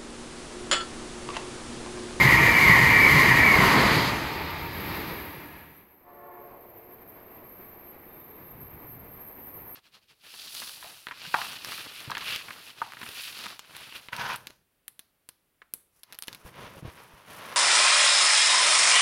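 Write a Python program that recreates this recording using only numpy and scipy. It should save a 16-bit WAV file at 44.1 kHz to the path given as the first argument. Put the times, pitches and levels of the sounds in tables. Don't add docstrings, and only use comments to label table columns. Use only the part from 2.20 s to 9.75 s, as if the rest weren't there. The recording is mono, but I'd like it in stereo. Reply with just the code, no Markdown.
import sys
import numpy as np
from scipy import signal
from scipy.fft import rfft, irfft, next_fast_len
from scipy.io import wavfile
from scipy.ndimage import map_coordinates

SR = 44100
rng = np.random.default_rng(int(sys.argv[2]) if len(sys.argv) > 2 else 0)


def pcm_store(signal):
    levels = np.round(np.clip(np.atleast_2d(signal), -1, 1) * 32767)
    wavfile.write(sys.argv[1], SR, levels.astype(np.int16).T)


N = 332955
T = np.arange(N) / SR

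# (time [s], wheel ring [dB], sleeper drone [dB], rail hum [dB])
REAR_BOGIES = [(-.40, -26.5, -27.5, -38), (.055, -19, -22.5, -29), (.495, -16, -26.5, -24.5),
               (.95, -16.5, -26, -25.5), (1.395, -16.5, -32, -24.5)]
# (frequency [Hz], half-width [Hz], level [dB])
WHEEL_MODES = [(2036, 61, 9), (2167, 110, -0.5), (1026, 43, -12), (4130, 270, -38)]
# (frequency [Hz], half-width [Hz], level [dB])
SLEEPER_MODES = [(129, 8, 1.5), (156.2, 18.4, -3)]
# (frequency [Hz], half-width [Hz], level [dB])
RAIL_MODES = [(935, 10, -10), (1738, 45, -6.5), (1890, 22, -9.5), (1921, 16, -1), (2070, 24, -1),
              (2130, 60, -1.5), (2268, 30, -6), (2887, 12, -16.5)]
# (frequency [Hz], half-width [Hz], level [dB])
RAIL_HUM_MODES = [(1061, 28, 1.5), (1115, 32, -9.5)]
# (frequency [Hz], gain [dB])
RAIL_RADIATION = [(1200, 2.5), (1650, -3.5), (1780, -1.5), (1915, 2.5), (1995, -1), (2080, -3),
                  (2340, -1.5), (2460, -11), (3000, -7)]
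# (time [s], level [dB], 60 dB decay time [s])
AXLE_IMPACTS = [(.051, -14, .22), (0.496, -9, .19), (.637, -18.5, .1), (.943, -15, .28),
                (1.082, -18.5, .14), (1.3877, -9.5, .11), (1.574, -21, .1), (1.769, -17, .16)]
# (frequency [Hz], level [dB], share of the decay time [ratio])
BED_MODES = [(124.4, -3.5, 1), (158, 0, .45), (270, -10, .2)]
# (frequency [Hz], spectral level [dB])
BUFFET_SPECTRUM = [(18, -25), (32, -12.5), (60, -1), (90, -2), (130, -12), (260, -60)]
# (frequency [Hz], spectral level [dB])
RUMBLE_SPECTRUM = [(40, -42.5), (90, -8), (130, -2), (200, 1), (300, 0), (430, -1), (600, -10),
                   (900, -23.5), (1500, -55)]
# (frequency [Hz], spectral level [dB])
ROLLING_SPECTRUM = [(300, -37.5), (550, -9), (800, -5.5), (930, 1), (1060, -1), (1230, -2), (1450, -4),
                    (1650, -4.5), (1900, 0.5), (2350, -4.5), (2700, -14), (3500, -23), (6000, -63)]
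# (frequency [Hz], spectral level [dB])
HISS_SPECTRUM = [(1800, -42), (2800, 4), (3400, -2), (4300, 0), (4950, -1.5), (5500, -11), (6300, -6),
                 (8500, -15.5), (10500, -11.5), (12500, -8.5), (15700, -21)]
# (frequency [Hz], spectral level [dB])
FIZZ_SPECTRUM = [(9000, -62.5), (11200, -38), (11800, -6), (12700, 4.5), (13500, -0.5), (14200, -10),
                 (14900, -11), (15700, -8.5)]
# (frequency [Hz], spectral level [dB])
COOLING_SPECTRUM = [(2400, -40.5), (3200, -2.5), (4000, 0.5), (4900, -2.5), (5600, -19), (8000, -40.5)]
# (frequency [Hz], spectral level [dB])
WAKE_RUMBLE_SPECTRUM = [(15, -42), (25, -15), (81, -2), (114, -9.5), (151, -2), (246, -9.5), (285, -5),
                        (403, -7), (600, -14), (780, -49), (1320, -120)]
# (frequency [Hz], spectral level [dB])
WAKE_RAIL_SPECTRUM = [(400, -37), (600, -4), (790, -3), (900, 1.5), (1100, -1), (1240, 1.5), (1500, -1.5),
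                      (1900, -1), (2400, -4), (3100, -13), (3800, -13), (5000, -21), (5800, -38),
                      (10000, -42.5)]
# (frequency [Hz], spectral level [dB])
WAKE_HISS_SPECTRUM = [(2400, -30), (3100, -8), (3800, 0), (5000, -6), (5600, -17.5), (6200, -15),
                      (10000, -32.5)]
# (frequency [Hz], half-width [Hz], level [dB], peak time [s], spread [s])
WAKE_TONES = [(84.4, 6, -47, 2.2, .4), (125, 6.1, -48.5, 2.1, .5), (296, 13.6, -48.5, 3.12, 0.26),
              (865, 14, -44, 2.0, .4), (931, 9, -42.5, 2.1, .45), (930, 9, -47.5, 3.2, .35),
              (1719, 16, -48.5, 2.5, .5), (1698, 11, -46, 3.45, .35), (1895, 22, -49.5, 2.7, .7),
              (1190, 21, -48, 2.3, 0.67), (3740, 46, -58, 2.2, .45)]
# (frequency [Hz], level [dB], overtone gain [dB])
HORN_NOTES = [(358.5, 0, -2), (435.5, -3.5, -1), (484.5, -5, -.5), (570.5, 1, -3), (706, .5, -5)]
# (frequency [Hz], gain [dB])
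HORN_COLOUR = [(350, -2.5), (435, -2), (485, -4.5), (580, 0), (715, 1.5), (880, 5), (970, .5), (1075, 3),
               (1150, -4), (1300, -8), (1450, -11), (1750, -13.5), (1950, -15), (2400, -26), (4000, -45)]
# (frequency [Hz], 60 dB decay time [s])
HORN_DECAY = [(350, 6.5), (480, 5), (700, 2.2), (1000, 1.8), (3000, 0.47)]
# (frequency [Hz], spectral level [dB])
HORN_WASH_SPECTRUM = [(280, -30), (335, 0.5), (360, 4), (395, -4), (440, 6), (520, -4), (580, -2.5),
                      (660, 6), (880, -6), (1120, -8), (1250, -18), (1750, -23), (2600, -41.5)]
# (frequency [Hz], half-width [Hz], level [dB])
LINGERING_NOTES = [(361, 9, 0), (438, 14, -5)]
# (frequency [Hz], spectral level [dB])
STATION_SPECTRUM = [(60, -5), (200, -3.5), (360, -0.5), (600, -5), (1130, -3), (1350, -9.5), (2250, -12.5),
                    (2800, -20.5), (3400, -25.5), (4800, -28.5), (5700, -35), (10000, -42.5),
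                    (15000, -38.5)]
# (frequency [Hz], spectral level [dB])
BREEZE_SPECTRUM = [(12, -43), (20, -11), (27, -8), (91, 3), (144, 2.5), (199, -10), (260, -8), (340, -26),
                   (570, -120)]
# (time [s], level [dB], spread [s])
GUSTS = [(6.402, -49, 0.066), (6.554, -45, 0.011), (6.78, -50.5, 0.13), (7.46, -59, .07)]
# (frequency [Hz], half-width [Hz], level [dB])
WAKE_WHINE_LINES = [(5930, 130, -19), (6900, 110, -22), (7850, 70, -26), (8780, 60, -26), (9730, 70, -11),
                    (10705, 70, -11.5), (11655, 45, -4.5), (12655, 45, 0), (13625, 50, -5),
                    (14605, 70, -10), (15590, 70, -9)]
# (frequency [Hz], half-width [Hz], level [dB])
STATION_WHINE_LINES = [(9426, 30, -23.5), (11910, 63, -10.5), (12738, 20, 0), (13590, 30, -6.5),
                       (14410, 55, -8), (15275, 50, -15)]
# (frequency [Hz], spectral level [dB])
PUFF_SPECTRUM = [(10500, -50), (12300, -2), (13200, 0.5), (14800, -3.5), (15600, -21)]
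# (frequency [Hz], coherence [0-1])
NEAR_COHERENCE = [(35, .78), (70, .9), (130, .85), (300, .88), (640, .4), (1400, .35), (2400, .2),
                  (5000, .1), (12000, .02)]
# (frequency [Hz], coherence [0-1])
FAR_COHERENCE = [(35, .85), (130, .9), (300, .78), (640, .45), (1400, .6), (2400, .5), (5000, .25),
                 (12000, .05)]
# (frequency [Hz], coherence [0-1])
AMBIENT_COHERENCE = [(60, 0.3), (300, 0.75), (640, 0.49), (1400, 0.35), (3000, 0.021)]
# (frequency [Hz], left lead [rad])
PORT_PHASE = [(100, 0), (520, -.4), (1000, -1.9), (1500, -3.2), (2200, -5.1), (2900, -6.5), (4700, -11),
              (9000, -20)]
# (frequency [Hz], left minus right [dB])
PORT_BALANCE = [(60, 2.5), (380, 2.5), (700, 2), (1290, 3), (2380, 1), (3200, 1), (4400, -4), (5800, 0),
                (8100, 3.5), (12000, 0), (15000, -.5)]
# (frequency [Hz], left minus right [dB])
OPEN_SIDE_BALANCE = [(200, 0.0), (1300, 0.5), (2300, 6.5), (3500, -1.0), (9000, 5.0)]

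TRAIN_M_PER_S, SOUND_M_PER_S, DISTANCE_M = 55, 343, 8.5
POWER_CAR_S, TAIL_S = 1.67, 1.73
HORN_START_S, HORN_PEAK_S, HORN_END_S = 3.83, 4.16, 4.34
BACKGROUND_GROWS_S = 5.67


def bogies(echo_gain=0.81, ahead_db=4.5, pan_db=4, rail_db=-4):
    wheel_sound, sleeper_sound = resonant(WHEEL_MODES), resonant(SLEEPER_MODES)
    ring, drone, rail_power = np.zeros((2, N)), np.zeros(N), np.zeros(N)
    for s, ring_db, drone_db in bogie_passes():
        offset_m = TRAIN_M_PER_S * (T - s)
        bearing = offset_m / np.hypot(offset_m, DISTANCE_M)
        wheel = amp(ring_db - ahead_db * bearing) * pass_by(wheel_sound, s, DISTANCE_M, falloff=1.33)
        echo = echo_gain * np.roll(wheel, rng.integers(SR // 200, SR // 50))
        pan = amp(.5 * pan_db * bearing)
        ring += np.array([(wheel + echo) * pan, (wheel - echo) / pan]) / np.hypot(1, echo_gain)
        rail_power += (amp(ring_db) * swell(s - .1, .5)) ** 2
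        drone += amp(drone_db) * pass_by(sleeper_sound, s + .03015, distance_m=4.9, falloff=1.8)
    rails = amp(rail_db) * np.sqrt(rail_power) * diffuse(RAIL_MODES)
    ring = filtered(ring, lambda hz: amp(along(RAIL_RADIATION, hz)))
    shadow_db = -12.5 * rise(1.406, 1.55) - 55 * since(1.3)
    return (ring + rails) * amp(shadow_db) + drone * rise(2.08, 1.6)


def bogie_passes(coupling_gap_s=.133, power_gap_s=.19):
    rear = np.array(REAR_BOGIES)[:, :3]
    front = rear[:-1] + [coupling_gap_s, -8.5, -3.5]
    power_rear = np.array([POWER_CAR_S + power_gap_s / 2, -38, -24])
    power_front = power_rear + [-power_gap_s, 0, -7]
    return np.vstack([rear, front, power_rear, power_front])


def pass_by(sound, closest_s, distance_m, falloff):
    size = 3 * SR
    t = T[:size] - 1.3
    range_m = np.hypot(TRAIN_M_PER_S * t, distance_m)
    stretch = sound[rng.integers(N - size):][:size]
    arrival = closest_s + t + (range_m - distance_m) / SOUND_M_PER_S
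    return np.interp(T, arrival, stretch * (distance_m / range_m) ** falloff, left=0, right=0)


def rail_hum(lag_s=.02, spread_s=.12):
    gain = sum(amp(db) * swell(s + lag_s, spread_s) for s, _, _, db in REAR_BOGIES)
    return gain * diffuse(RAIL_HUM_MODES)


def axle_thumps(scatter_db=1.25, attack_s=.0016, highpass_hz=85):
    thumps = np.zeros(N)
    t = np.arange(SR // 3) / SR
    attack = 1 - np.exp(-t / attack_s)
    for s, db, t60 in AXLE_IMPACTS:
        thud = np.zeros_like(t)
        for hz, mode_db, share in BED_MODES:
            decay = amp(mode_db + rng.normal(0, scatter_db) - 60 * t / (share * t60))
            thud += decay * np.sin(2 * np.pi * hz * t)
        thumps += amp(db) * np.interp(T, s + t, thud * attack, left=0, right=0)
    return filtered(thumps, lambda hz: hz ** 2 / np.hypot(hz ** 2, highpass_hz ** 2))


def roar():
    couplings = sum(swell(s + .054, .11) for s, *_ in REAR_BOGIES)
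    power_car = swell(POWER_CAR_S - .11, .23)

    def gain(db, coupling_db, power_car_db, fall_db_per_s):
        alongside_db = db + coupling_db * couplings + power_car_db * power_car
        return amp(alongside_db - fall_db_per_s * since(TAIL_S))

    buffet = gain(-36.5, 1.5, -1, 29.5) * rush(BUFFET_SPECTRUM, NEAR_COHERENCE, flutter_db=2)
    rumble = gain(-29, 1.5, 4, 26) * rush(RUMBLE_SPECTRUM, NEAR_COHERENCE, flutter_db=1.76)
    rolling = gain(-21.5, 1.04, 4.5, 32) * rush(ROLLING_SPECTRUM, NEAR_COHERENCE, flutter_db=.58)
    hiss = gain(-29.5, 2.5, -.5, 29) * rush(HISS_SPECTRUM, NEAR_COHERENCE, flutter_db=1)
    fizz = gain(-41.5, 1.5, -3, 43) * rush(FIZZ_SPECTRUM, AMBIENT_COHERENCE, flutter_db=2.5)
    return (buffet + rumble + rolling + hiss + fizz) * ramp(2.19, 1.906)


def cooling_air():
    return amp(-29) * swell(1.7, .22) * rise(1.945, 1.885) * rush(COOLING_SPECTRUM, NEAR_COHERENCE)


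def wake():
    nearness = DISTANCE_M / np.hypot(DISTANCE_M, TRAIN_M_PER_S * since(TAIL_S))
    rumble = amp(-29) * nearness ** .82 * rush(WAKE_RUMBLE_SPECTRUM, FAR_COHERENCE, flutter_db=1)
    rails = amp(-21.5) * nearness ** 1.04 * rush(WAKE_RAIL_SPECTRUM, FAR_COHERENCE, flutter_db=.8)
    hiss = amp(-32) * nearness * fade_out() * rush(WAKE_HISS_SPECTRUM, FAR_COHERENCE, flutter_db=.95)
    return (rumble + rails + hiss) * ramp(1.87, 2.15) * lift() * fade_out()


def singing_rails(flicker_db=2.5):
    tones = np.zeros((2, N))
    for hz, width, db, s, spread_s in WAKE_TONES:
        pitch_hz = hz + .5 * width * wobble(22)
        phase = 2 * np.pi * np.cumsum(pitch_hz) / SR + left_right(PORT_PHASE, hz)
        core = np.sqrt(2) * amp(flicker_db * wobble(14)) * np.sin(phase)
        ring = diffuse([(hz, width, 0)])
        tones += amp(db) * swell(s, spread_s) * (core + ring) / np.sqrt(2)
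    return tones * fade_out()


def horn(peak_db=-46.4, swell_db_per_s=17, attack_s=.06, echo_db=-5):
    chord = np.zeros(SR)
    sag = 1.004 - .022 * T[:SR]
    for hz, db, overtone_db in HORN_NOTES:
        pitch_hz = hz * (sag + .004 * wobble(12, SR) + .011 * wobble(110, SR))
        phase = 2 * np.pi * np.cumsum(pitch_hz) / SR
        for k in range(1, 7):
            partial_db = db + overtone_db * (k > 1) + along(HORN_COLOUR, k * hz)
            chord += amp(partial_db + 2.6 * wobble(45, SR)) * np.sin(k * phase)
    gain = amp(peak_db - swell_db_per_s * np.maximum(HORN_PEAK_S - T, 0))
    gate = rise(HORN_START_S, HORN_START_S + attack_s) * rise(HORN_END_S, HORN_PEAK_S)
    blast = gain * gate * np.interp(T, HORN_START_S + T[:SR], unit(chord), left=0, right=0)
    return blast + amp(echo_db) * horn_echo(blast)


def horn_echo(blast):
    hz, t, noise = signal.stft(rng.standard_normal((2, 2 * SR)), SR, nperseg=256)
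    decay = amp(-60 * t / along(HORN_DECAY, hz)[:, None])
    response = signal.istft(noise * decay, SR, nperseg=256)[1]
    return signal.fftconvolve(blast[None], response / np.linalg.norm(response[0]), axes=1)[:, :N]


def horn_wash(fall_db_per_s=6):
    gain = amp(-52 - fall_db_per_s * since(HORN_PEAK_S)) * rise(HORN_START_S, HORN_END_S)
    return gain * rush(HORN_WASH_SPECTRUM, AMBIENT_COHERENCE)


def horn_linger(fall_db_per_s=4):
    gain = amp(-60 - fall_db_per_s * since(HORN_PEAK_S)) * rise(HORN_PEAK_S, HORN_PEAK_S + .4)
    return gain * resonant(LINGERING_NOTES)


def station(growth_db_per_s=.64):
    far_gain = amp(-50 + growth_db_per_s * since(BACKGROUND_GROWS_S))
    rumble = far_gain * rush(STATION_SPECTRUM, AMBIENT_COHERENCE, flutter_db=1)
    gusts = sum(amp(db) * swell(s, spread_s) for s, db, spread_s in GUSTS)
    wind_gain = amp(-65.5) * ramp(3.3, 4.6) + gusts
    breeze = wind_gain * rush(BREEZE_SPECTRUM, AMBIENT_COHERENCE, flutter_db=-.5)
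    return (rumble + breeze) * fade_in()


def whine(growth_db_per_s=3.5, waver_db=.7):
    fizz = amp(-1) * rush(FIZZ_SPECTRUM, AMBIENT_COHERENCE, flutter_db=2.5)
    early_gain = amp(-48) * ramp(2.0, 2.1) * lift() * fade_out()
    late_gain = amp(-51 + growth_db_per_s * since(BACKGROUND_GROWS_S)) * fade_in()
    early = early_gain * (diffuse(WAKE_WHINE_LINES) + fizz)
    late = late_gain * (diffuse(STATION_WHINE_LINES) + fizz)
    return (early + late) * amp(waver_db * wobble(16))


def puff():
    return amp(-50) * swell(4.58, .018) * rush(PUFF_SPECTRUM, AMBIENT_COHERENCE)


def squeal(hz=3645, start_s=5.87, end_s=6.18, fall_db_per_s=18):
    direct_gain = amp(-75) * rise(start_s, start_s + .04) * rise(end_s, end_s - .15)
    echo_gain = amp(-81 - fall_db_per_s * since(end_s)) * rise(start_s, end_s)
    return direct_gain * resonant([(hz, 14, 0)]) + echo_gain * resonant([(hz, 70, 0)])


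def resonant(modes):
    size = next_fast_len(N, real=True)
    f = np.fft.rfftfreq(size, 1 / SR)
    gain = sum(amp(db) / np.sqrt(width) / (1 + ((f - hz) / width) ** 2) for hz, width, db in modes)
    return unit(irfft(gain * rfft(rng.standard_normal(size)), size)[:N])


def diffuse(modes):
    return np.array([resonant(modes), resonant(modes)])


def rush(spectrum, coherence, flutter_db=0):
    size = next_fast_len(N, real=True)
    hz = np.fft.rfftfreq(size, 1 / SR)
    noise = rfft(rng.standard_normal((3, size)))
    share = np.clip(along(coherence, hz), 0, 1)
    shared = noise[2] * np.exp(1j * left_right(PORT_PHASE, hz))
    pair = np.sqrt(share) * shared + np.sqrt(1 - share) * noise[:2]
    coloured = irfft(pair * amp(along(spectrum, hz)), size)[:, :N]
    return unit(coloured * amp(flutter_db * wobble(28)))


def filtered(x, response):
    length = x.shape[-1]
    padded = next_fast_len(length + SR // 4, real=True)
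    return irfft(rfft(x, padded) * response(np.fft.rfftfreq(padded, 1 / SR)), padded)[..., :length]


def along(points, hz):
    f, values = np.transpose(points)
    return np.interp(np.log(hz + 1), np.log(f + 1), values)


def left_right(differences, hz):
    return along(differences, hz) * np.array([[.5], [-.5]])


def amp(db):
    return np.exp(np.asarray(db) * np.log(10) / 20)


def unit(x):
    return x / np.sqrt(np.mean(x ** 2) + 1e-20)


def wobble(knots_per_s, size=N):
    knots = rng.standard_normal(int(size * knots_per_s / SR) + 4)
    coarse = T[:size:64]
    return np.interp(T[:size], coarse, map_coordinates(knots, [coarse * knots_per_s]))


def swell(peak_s, spread_s):
    return np.exp(-.5 * ((T - peak_s) / spread_s) ** 2)


def rise(zero_s, one_s):
    return np.clip((T - zero_s) / (one_s - zero_s), 0, 1)


def ramp(zero_s, one_s):
    return np.sqrt(rise(zero_s, one_s))


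def since(s):
    return np.maximum(T - s, 0)


def lift():
    return amp(6 * rise(2.49, 2.71))


def fade_out():
    return rise(3.83, 2.764) ** 1.37


def fade_in():
    return ramp(3.43, 5.1) ** 1.28


def scene():
    quiet = station() + horn() + horn_wash() + horn_linger() + squeal()
    quiet = filtered(quiet, lambda hz: amp(left_right(OPEN_SIDE_BALANCE, hz)))
    train = bogies() + rail_hum() + axle_thumps() + roar() + cooling_air() + wake() + singing_rails()
    return train + quiet + whine() + puff()


def record(dry):
    coloured = filtered(dry, lambda hz: amp(left_right(PORT_BALANCE, hz)))
    rounded = coloured / (1 + (coloured ** 2 / .85) ** 3) ** (1 / 6)
    return filtered(rounded, lambda hz: hz < 15780)


dry = scene()
out = record(dry)
pcm_store(out)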